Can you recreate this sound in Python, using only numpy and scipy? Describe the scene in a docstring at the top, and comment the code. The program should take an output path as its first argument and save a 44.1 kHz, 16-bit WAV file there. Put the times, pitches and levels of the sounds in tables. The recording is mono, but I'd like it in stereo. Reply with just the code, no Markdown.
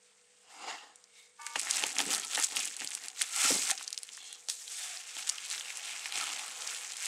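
"""Plastic film crinkles and snaps, fingers rub cardboard and a carton knocks, over a quiet hissing, humming room.
Hands hold the flaps of a small carton on a tiled floor, pull out a parcel in bubble wrap and turn it over.
Film and cardboard are random clicks that ring many resonances; snaps and knocks are single blows,
drags and some thuds are held tones or narrow noise, and the room is coloured noise with sines.
A close microphone hears it nearly in mono."""
import sys
import numpy as np
from scipy import signal
from scipy.fft import rfft, irfft, next_fast_len
from scipy.io import wavfile
from scipy.ndimage import uniform_filter1d

SR = 44100
rng = np.random.default_rng(int(sys.argv[2]) if len(sys.argv) > 2 else 0)


def inscribe(sig):
    """Save sig as 16-bit PCM at rate SR to the path in sys.argv[1].

    A 1-D sig is mono; a 2-D sig holds one channel per row.
    Samples are clipped to [-1, 1] before scaling.
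    """
    pcm = np.round(np.clip(np.atleast_2d(sig).T, -1, 1) * 32767)
    wavfile.write(sys.argv[1], SR, pcm.astype(np.int16))


def invert_db(x):
    """Field ratio 10**(x/20) for x, a level in decibels (scalar or array-like)."""
    u = np.asarray(x, float) / 20
    return 10 ** u


N = 311787   # samples in the scene

# How the hands hold things: stroking gives fine even grains, squeezing coarse ones.
# (time [s], unevenness of grain size [dB], lift of low pitches by large folds [dB],
#  carton boom relative to rub [dB])
HAND_GRIP = [(1.3, 2, 0, -27), (1.5, 5, -2, -13), (1.75, 5, 4, -11), (2.1, 5, -2, -12), (3.1, 5.5, 0, -12),
             (3.4, 1.5, -2, -22), (3.65, 4, -3, -16), (3.8, 5, 2, -12), (4.1, 3.5, -3, -10),
             (4.42, 3, -4, -14), (4.53, 1.5, -17, -24), (4.8, 2, 0, -34), (5.3, 3.8, 3, -16),
             (5.5, 4.2, 2, -18), (5.8, 3.5, 3, -32), (6.2, 4, 4.5, -16), (6.8, 3.8, 2, -24)]


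def rms_one(x):
    """Scale a sound to an rms level of 1."""
    return x / np.sqrt(np.mean(x ** 2) + 1e-20)


def in_time(rows):
    """Join the rows of a table by straight lines: one curve a column, one value a sample."""
    s, *columns = np.transpose(rows)
    return [np.interp(np.arange(N) / SR, s, column) for column in columns]


def at_hz(points, hz):
    """Read a spectrum between its points, on a log-frequency axis."""
    point_hz, point_db = np.transpose(points)
    return np.interp(np.log(hz), np.log(point_hz), point_db)


def coloured(x, points):
    """Give a sound the colour of a (frequency [Hz], level [dB]) spectrum without shifting its phase."""
    size = next_fast_len(len(x))
    hz = np.maximum(np.arange(size // 2 + 1) * SR / size, 1)
    spectrum = rfft(x, size) * invert_db(at_hz(points, hz))
    return irfft(spectrum, size)[:len(x)]


def resonance(x, hz, width_hz):
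    """Ring a two-pole resonance with a gain of 1 at its top; a narrower one rings longer."""
    r = np.exp(-np.pi * width_hz / SR)
    feed = [(1 - r * r) / 2, 0, (r * r - 1) / 2]
    ring = [1, -2 * r * np.cos(2 * np.pi * hz / SR), r * r]
    return signal.lfilter(feed, ring, x + 1e-18)


def drift(rate_hz):
    """Wander slowly by chance, with a spread of 1: noise smoothed twice."""
    r = np.exp(-2 * np.pi * rate_hz / SR)
    noise = rng.standard_normal(N + SR)
    return rms_one(signal.lfilter([1], [1, -2 * r, r * r], noise)[SR:])   # drop the first second


def grains(base_per_s, coarse_db, clump_db):
    """Random clicks in clumps; coarser means fewer, more uneven clicks at about the same mean power."""
    signs = rng.choice([-1, 1], N)
    sizes = invert_db(coarse_db * np.minimum(rng.exponential(1, N), 4)) * signs
    chance = base_per_s * invert_db(-1.5 * coarse_db) / SR   # of a click at each sample
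    born = rng.random(N) < chance * invert_db(clump_db * drift(30))
    usual_power = uniform_filter1d(sizes ** 2, size=8001) * chance
    return sizes * born / np.sqrt(usual_power)


def gated(rows):
    """Gain that follows a short level curve and is zero outside it, with softened ends."""
    t = np.arange(N) / SR
    is_on = (t > rows[0][0]) & (t < rows[-1][0])
    return invert_db(in_time(rows)[0]) * uniform_filter1d(1. * is_on, size=300)


def swells(rows, steeper=1):
    """Level in dB of summed swells, each rising and fading at an even number of dB a second."""
    t = np.arange(0, N, 32) / SR
    power = 1e-14
    for s, rise_s, fade_s, db in rows:
        distance = np.where(t < s, (s - t) / rise_s, (t - s) / fade_s)
        power = power + invert_db(db - 10 * steeper * distance) ** 2
    return np.interp(np.arange(N) / SR, t, 10 * np.log10(power))


def room_tone():
    """Steady coloured hiss, wider than the near sounds, and an appliance hum of slightly wavering sines."""
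    # colour of the hiss: (frequency [Hz], relative level [dB])
    hiss_colour = [(18, -77), (30, -24), (98, -14.5), (200, -13), (382, -14), (471, -0.5), (551, -7.5),
                   (1010, -10.5), (1940, -7.5), (2730, -13.5), (4980, -9.5), (5540, -14.5), (8640, -1.5),
                   (10900, -33.5), (15800, -46)]
    # side of the hiss relative to its middle: (frequency [Hz], level [dB])
    hiss_width = [(60, 1), (200, -9), (700, -2.5), (2400, 0.5), (7500, -15), (10500, -8), (15500, -20)]
    # tones of the appliance: (pitch [Hz], level around which it wavers [dB])
    hum_tones = [(195, -87.5), (441, -81), (490, -75.5)]
    hiss_db = -69   # rms of the middle
    t = np.arange(N) / SR
    mid_noise, side_noise = rng.standard_normal((2, N))
    mid = coloured(mid_noise, hiss_colour)
    side = coloured(coloured(side_noise, hiss_colour), hiss_width)
    gain = invert_db(hiss_db) / np.std(mid)
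    hum = sum(invert_db(db + 2 * drift(6.2)) * np.sin(2 * np.pi * hz * t + drift(3.4)) for hz, db in hum_tones)
    return gain * mid + hum, gain * side


def echoes(x):
    """Reflections off tiles and furniture: a dying noise response of unit energy."""
    t60_s = 0.061   # time to die by 60 dB
    t = np.arange(SR // 4) / SR
    response = rng.standard_normal(len(t)) * invert_db(-60 * t / t60_s) * (t > .002)
    return signal.fftconvolve(x, response / np.sqrt(np.sum(response ** 2)))[:N]


def flap_drag():
    """A flap edge drags: steady friction keeps its modes singing, with a broad rasp above."""
    # loudness of the drag: (time [s], level [dB])
    drag_level = [(1.37, -102), (1.396, -47.5), (1.57, -51)]
    # modes of the flap: (pitch [Hz], relative level [dB])
    flap_modes = [(925.9, -51.5), (1179, -48.5), (1490, -58), (1733, -58), (2213, -56), (2606, -62),
                  (4740, -66)]
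    t = np.arange(N) / SR
    clicks = grains(6600, 2.1, clump_db=-2.0)
    tones = sum(invert_db(db + 1.7 * drift(23)) * np.sin(2 * np.pi * hz * t + 0.7 * drift(29))
                for hz, db in flap_modes)
    rasp = rms_one(resonance(clicks, 2000, 2500))
    return gated(drag_level) * (rms_one(tones) + 0.16 * rasp)


def film_slide():
    """Film slides on film with a short airy whistle: noise twice through each resonance of stretched film."""
    # loudness of the whistle: (time [s], level [dB])
    slide_level = [(4.15, -67), (4.21, -54), (4.3, -51.5), (4.35, -55), (4.39, -67)]
    # resonances of the film: (pitch [Hz], width of one pass [Hz], relative level [dB])
    film_modes = [(2240, 53, -10), (2760, 57, -6), (3330, 400, -6), (4120, 300, -9)]
    noise = rng.standard_normal(N)
    whistle = sum(invert_db(db) * resonance(resonance(noise, hz, width_hz), hz, width_hz)
                  for hz, width_hz, db in film_modes)
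    return gated(slide_level) * rms_one(whistle)


def single_resonances():
    """A drag or a thud makes one resonance of cardboard or film sound: noise twice through a narrow band."""
    # (peak time [s], time to swell by 10 dB [s], time to fade by 10 dB [s], level [dB], pitch [Hz])
    tone_rows = [(0.7, .12, .09, -55, 2750), (0.7, .12, .09, -55, 4950), (1.2, .07, .07, -63, 2200),
                 (1.2, .07, .07, -64, 3700), (2.045, .05, .025, -51, 270), (3.507, .004, .012, -38, 520),
                 (3.518, .01, .02, -45, 320), (4.81, .08, .08, -50, 3500), (2.13, .05, .1, -47, 1310),
                 (3.47, .08, .012, -38, 1340), (3.72, .015, .025, -45, 760), (4.93, .09, .06, -58, 720),
                 (5.34, .04, .04, -55, 1250), (6.56, .06, .3, -62, 500)]
    width = .1   # of one pass, as a share of the pitch
    noise = rng.standard_normal(N)
    total = 0
    for *swell, hz in tone_rows:
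        tone = resonance(resonance(noise, hz, width * hz), hz, width * hz)
        total = total + invert_db(swells([swell])) * rms_one(tone)
    return total


def rumble(level_db):
    """The parcel drags along the walls and the hollow carton booms in uneven bumps."""
    # air and big walls of the carton: (pitch [Hz], width [Hz], relative level [dB])
    hollow_modes = [(119, 26, -26), (204, 13, -1), (285, 40, 3), (370, 270, 3.5)]
    bumps = grains(1500, 4.0, clump_db=2.0)
    boom = sum(invert_db(db) * resonance(bumps, hz, width_hz) for hz, width_hz, db in hollow_modes)
    low_band = signal.butter(3, [112, 600], "band", fs=SR, output="sos")
    return signal.sosfilt(low_band, invert_db(level_db) * rms_one(boom))


def carton(x, scatter_db=0):
    """Panels ring in parallel; where a blow lands decides how strongly each sounds, here by slow chance."""
    # carton panels: (pitch [Hz], width [Hz], level before the scatter [dB])
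    panel_modes = [(284, 130, -10), (517, 83, -5), (735, 190, -5.5), (910, 50, 2), (1293, 140, -2),
                   (1855, 180, 1.5), (2160, 220, -4), (2804, 246, 1.5), (4940, 330, -18.5), (6580, 420, -6)]
    total = 0
    for k, (hz, width_hz, db) in enumerate(panel_modes):
        blow = x * invert_db(db + scatter_db * drift(8.5))
        total = total + (-1) ** k * resonance(blow, hz, width_hz)   # neighbours have opposite signs
    return total


def knocks():
    """Blunt knocks on the cardboard: a soft contact sets the panels ringing."""
    # (time [s], level of the one-sample jolt before filtering [dB])
    knock_rows = [(1.557, 4), (1.838, 8), (1.965, -9.5), (1.992, 1.5), (2.003, 5.5), (2.376, 2.5),
                  (2.389, 0.5), (2.818, -2.5), (3.505, 3), (3.713, 1.5), (4.486, -9), (5.167, -10),
                  (6.058, -13.5), (6.155, -10.5)]
    s, db = np.transpose(knock_rows)
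    jolts = np.zeros(N)
    jolts[np.round(s * SR).astype(int)] = invert_db(db)
    soft_contact = signal.butter(2, [220, 2200], "band", fs=SR, output="sos")
    return carton(signal.sosfilt(soft_contact, jolts), scatter_db=4.5)


def rub(level_db, coarse_db):
    """Skin and film slip over cardboard (carton or boxed parcel): friction clicks ring the panels by turns."""
    # cardboard colour: (frequency [Hz], relative level [dB])
    card_colour = [(71, -65), (120, -41), (303, -39), (412, -17.5), (808, 11.5), (2000, -3.5), (7000, -4),
                   (12000, -42.5), (15600, -69), (22000, -120)]
    clicks = grains(5000, 0.9 * coarse_db, clump_db=3.0)
    panel_band = signal.butter(2, [200, 7500], "band", fs=SR, output="sos")
    panels = signal.sosfilt(panel_band, carton(clicks, scatter_db=4.5))
    direct = rms_one(coloured(clicks, card_colour))
    return invert_db(level_db + 1.0) * rms_one(0.86 * direct + rms_one(panels))


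def snaps():
    """Creases snap: a sharp step and short chatter ring the crease and a neighbour at a chance pitch."""
    # creases that snap: (time of the peak [s], peak level [dB], pitch [Hz])
    snap_rows = [(0.9583, -36, 7200), (1.0406, -39, 5500), (1.4187, -33, 7200), (1.4655, -21, 7600),
                 (1.468, -23, 2000), (1.5585, -23, 2300), (1.5616, -24, 1800), (1.5958, -13, 7500),
                 (1.6146, -18, 7500), (1.6709, -23, 2000), (1.7102, -7, 6400), (1.7691, -14, 7400),
                 (1.8382, -12, 3000), (1.9664, -22, 2400), (1.985, -10, 6200), (1.9921, -13, 2900),
                 (2.0029, -14, 3300), (2.1376, -13, 4400), (2.148, -13, 5500), (2.1983, -19, 6800),
                 (2.2487, -22, 8500), (2.3487, -16, 7600), (2.3722, -20, 7000), (2.399, -13, 7700),
                 (2.4254, -15, 7700), (2.4387, -17, 5200), (2.4439, -13, 8500), (2.5622, -16, 8500),
                 (2.5688, -14, 2700), (2.603, -17, 8600), (2.6549, -18, 8600), (2.7666, -21, 7400),
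                 (2.8467, -19, 8200), (2.8744, -18, 4800), (2.9057, -23, 8300), (2.9507, -15, 8500),
                 (3.0839, -18, 7000), (3.214, -18, 2100), (3.218, -9, 8800), (3.2255, -15, 7700),
                 (3.3624, -14, 8200), (3.6999, -21, 1350), (3.7058, -12, 7500), (3.7127, -11, 7000),
                 (3.7777, -23, 5300), (3.7832, -26, 5400), (3.7965, -29, 2800), (3.811, -31, 1280),
                 (3.8285, -29, 9500), (3.8785, -18, 4500), (3.9048, -28, 9000), (3.9288, -16, 5000),
                 (3.9452, -30, 4500), (3.9773, -18, 5000), (3.9875, -28, 8300), (4.0323, -22, 8500),
                 (4.0906, -30, 3050), (4.135, -31, 7500), (4.1706, -28, 8000), (4.1765, -35, 1400),
                 (4.3283, -24, 7500), (4.4865, -18, 5300), (4.4994, -13, 6500), (4.6791, -26, 3700),
                 (4.9725, -24, 4400), (5.1678, -26, 3500), (5.2731, -20, 6500), (5.2785, -22, 3250),
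                 (5.2922, -13, 7200), (5.2967, -8, 6200), (5.3839, -27, 3000), (5.4515, -25, 7500),
                 (5.5013, -21, 7000), (5.5127, -19, 4000), (5.528, -19, 6300), (5.5799, -23, 3000),
                 (5.5975, -22, 6500), (5.6098, -24, 2900), (5.7723, -21, 7800), (5.9641, -29, 2700),
                 (6.0582, -20, 2400), (6.1237, -20, 3400), (6.1562, -19, 4500), (6.1775, -21, 7500),
                 (6.1844, -19, 6600), (6.2118, -21, 3500), (6.2404, -22, 3100), (6.6749, -21, 4900),
                 (6.9205, -26, 3500), (6.9686, -22, 8100), (7.0248, -23, 8400), (7.058, -18, 7800)]
    second_hz, second_octaves, second_db = 5000, .4, -5   # neighbour: middle pitch, its spread, level
    film = np.zeros(N + 1000)
    t = np.arange(1000) / SR
    dull = signal.butter(6, 10500, fs=SR, output="sos")
    for (s, peak_db, hz), noise in zip(snap_rows, rng.standard_normal((len(snap_rows), 1001))):
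        burst = noise[1:] * 0.33 * invert_db(-60 * t / 0.011)   # chatter dies by 60 dB in 11 ms
        burst[0] = 2.1 * np.sign(burst[0])   # the step
        other_hz = second_hz * 2 ** (second_octaves * np.clip(noise[0], -2, 2))
        first = resonance(resonance(burst, hz, 1.1 * hz), hz, 0.6 * hz)
        second = resonance(resonance(burst, other_hz, 1.2 * other_hz), other_hz, 0.9 * other_hz)
        both = signal.sosfilt(dull, rms_one(first) + invert_db(second_db) * rms_one(second))
        start = round(s * SR) - np.argmax(np.abs(both))
        film[start:start + 1000] += invert_db(peak_db) * both / np.abs(both).max()
    return film[:N]


def crinkle(level_db, depth_db, coarse_db):
    """Film creases flip: each click rings a few cycles at its own pitch; large folds favour low pitches."""
    # film colour: (frequency [Hz], relative level [dB])
    film_colour = [(290, -40), (537, -20), (805, -22.5), (1370, -11.5), (2420, -3), (4500, -3), (8010, 4.5),
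                   (12000, -11), (14300, -17), (15800, -18)]
    brighten, usual_db = .3, -38   # harder handling lifts the top: dB per dB above the usual level [dB]
    shift_db = 3.0   # wandering of the colour from band to band
    clicks = grains(14000, coarse_db, clump_db=2.4)
    # fewer, larger creases let go at once
    pops = grains(400, coarse_db, clump_db=4.0) * invert_db(2.16 * coarse_db - 20)
    pitches = np.geomspace(700, 13000, 14)
    dealt = rng.integers(0, 14, N)   # which pitch a click gets
    top_db = brighten * (level_db - usual_db)
    rings = 0
    for k, hz in enumerate(pitches):
        fold_db = depth_db * np.clip(np.log2(5000 / hz), 0, 1)
        colour_db = fold_db + top_db * (hz > 9500) + shift_db * drift(12)
        # a pop spans neighbouring pitches
        strikes = clicks * (dealt == k) + 0.5 * pops * (abs(dealt - k) <= 1)
        rings = rings + resonance(strikes * invert_db(colour_db), hz, 0.29 * hz) * np.sqrt(3000 / hz)
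    bare_clicks = 0.095 * invert_db(top_db) * clicks
    return invert_db(level_db + 13.4) * coloured(rings + bare_clicks, film_colour)


def hands():
    """Strokes on top of light contact set the levels of film and cardboard; the carton booms with the rub."""
    # light contact between strokes: (time [s], film crinkle setting [dB], cardboard rub setting [dB])
    touch_rows = [(0.06, -67.5, -82), (0.47, -67, -86), (0.87, -73, -76), (1.11, -70, -85),
                  (1.38, -80, -85), (1.54, -54, -69), (1.65, -51, -53), (2.3, -50, -64), (2.74, -47, -68),
                  (3.14, -56.5, -66), (3.8, -46, -62), (3.87, -51.5, -66), (4.05, -53, -74),
                  (4.275, -50, -66), (4.46, -56, -70), (4.58, -44.5, -70), (5.1, -48, -67), (6.0, -49, -58),
                  (6.44, -46, -53), (6.91, -49, -60)]
    # strokes of a hand: (peak time [s], film's time to swell by 10 dB [s], film's time to fade by 10 dB [s],
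    #  film crinkle setting [dB], cardboard rub setting [dB])
    stroke_rows = np.array([(0.506, .025, .3, -57, -58), (0.7, .11, .12, -54.5, -39.5),
                            (1.2, .07, .07, -54.5, -80), (1.412, .01, .1, -60, -62),
                            (1.468, .05, .07, -47, -78), (1.56, .004, .03, -40, -38),
                            (1.6, .03, .05, -39, -56), (1.755, .1, .14, -34, -47),
                            (1.84, .04, .05, -39, -40), (1.999, .035, .06, -32, -41.5),
                            (2.135, .07, .075, -31.5, -40.5), (2.385, .07, .04, -32, -43),
                            (2.443, .04, .03, -31, -55), (2.53, .03, .04, -43, -46),
                            (2.571, .05, .09, -34, -47), (2.67, .04, .04, -38.5, -60),
                            (2.822, .08, .07, -42, -54.5), (2.956, .08, .04, -41, -58),
                            (3.05, .045, .04, -42, -54.5), (3.216, .033, .035, -34, -53),
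                            (3.365, .022, .15, -35, -51), (3.44, .07, .1, -25.5, -40),
                            (3.505, .06, .055, -26.5, -44), (3.566, .06, .06, -34, -45),
                            (3.705, .12, .022, -30.5, -48), (4.494, .003, .055, -33, -62),
                            (4.82, .09, .15, -39, -60), (5.185, .025, .07, -43, -54),
                            (5.293, .03, .12, -42, -65), (5.511, .055, .13, -38, -57),
                            (5.884, .3, .15, -45.5, -56), (6.19, .16, .28, -38.5, -46),
                            (6.69, .15, .25, -42, -52.5), (7.07, .12, .1, -38.5, -60)])
    # the parcel bumps or slides along the walls and the hollow carton booms:
    # (peak time [s], time to swell by 10 dB [s], time to fade by 10 dB [s], level before the low band [dB])
    boom_rows = [(1.562, .004, .025, -49), (2.08, .08, .1, -46), (2.392, .012, .025, -50),
                 (2.58, .02, .08, -53), (2.82, .012, .04, -52), (3.452, .006, .02, -45),
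                 (3.51, .008, .06, -38)]
    card_steeper = 1.4   # the rub swells and fades faster than the film
    touch_film_db, touch_card_db = in_time(touch_rows)
    coupling_db = in_time(HAND_GRIP)[2]
    film_strokes_db = swells(stroke_rows[:, :4])
    card_strokes_db = swells(stroke_rows[:, [0, 1, 2, 4]], card_steeper)
    film_db = 10 * np.log10(invert_db(touch_film_db) ** 2 + invert_db(film_strokes_db) ** 2)
    card_db = 10 * np.log10(invert_db(touch_card_db) ** 2 + invert_db(card_strokes_db) ** 2)
    boom_db = 10 * np.log10(invert_db(card_db + coupling_db) ** 2 + invert_db(swells(boom_rows)) ** 2)
    return film_db, card_db, boom_db


def scene():
    """Near sounds sit close to the middle, leaning a little right; reflections add to the narrow side."""
    # hands outside the carton sound wider than inside: (time [s], gain of the side [dB])
    spread_rows = [(1.3, 6), (1.6, -1), (3.7, -1.5), (3.9, 6)]
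    # colour of the side: (frequency [Hz], level before the spread gain [dB])
    side_colour = [(100, -30), (700, -20), (2400, -23), (4500, -24.5), (8500, -33), (10300, -12.5),
                   (12500, -17), (15500, -19)]
    echo_db = -15.5
    film_db, card_db, boom_db = hands()
    coarse_db, depth_db, _ = in_time(HAND_GRIP)
    near = crinkle(film_db, depth_db, coarse_db) + rub(card_db, coarse_db) + rumble(boom_db)
    near = near + snaps() + knocks() + flap_drag() + film_slide() + single_resonances()
    mid, side = room_tone()
    mid = mid + near + invert_db(echo_db) * echoes(near)
    near_side = coloured(echoes(near) - 0.33 * near, side_colour)   # the minus leans to the right
    side = side + invert_db(in_time(spread_rows)[0]) * near_side
    return np.array([mid + side, mid - side])


def band_limit(x):
    """A steep low-pass at the top of the band."""
    return signal.sosfilt(signal.butter(12, 16470, fs=SR, output="sos"), x)


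def record(dry):
    bass_cut = signal.sosfilt(signal.butter(1, 35, "high", fs=SR, output="sos"), dry)
    top_cut = signal.sosfilt(signal.cheby2(14, 60, 16400, fs=SR, output="sos"), bass_cut)
    return band_limit(top_cut)


dry = scene()
out = record(dry)
inscribe(out)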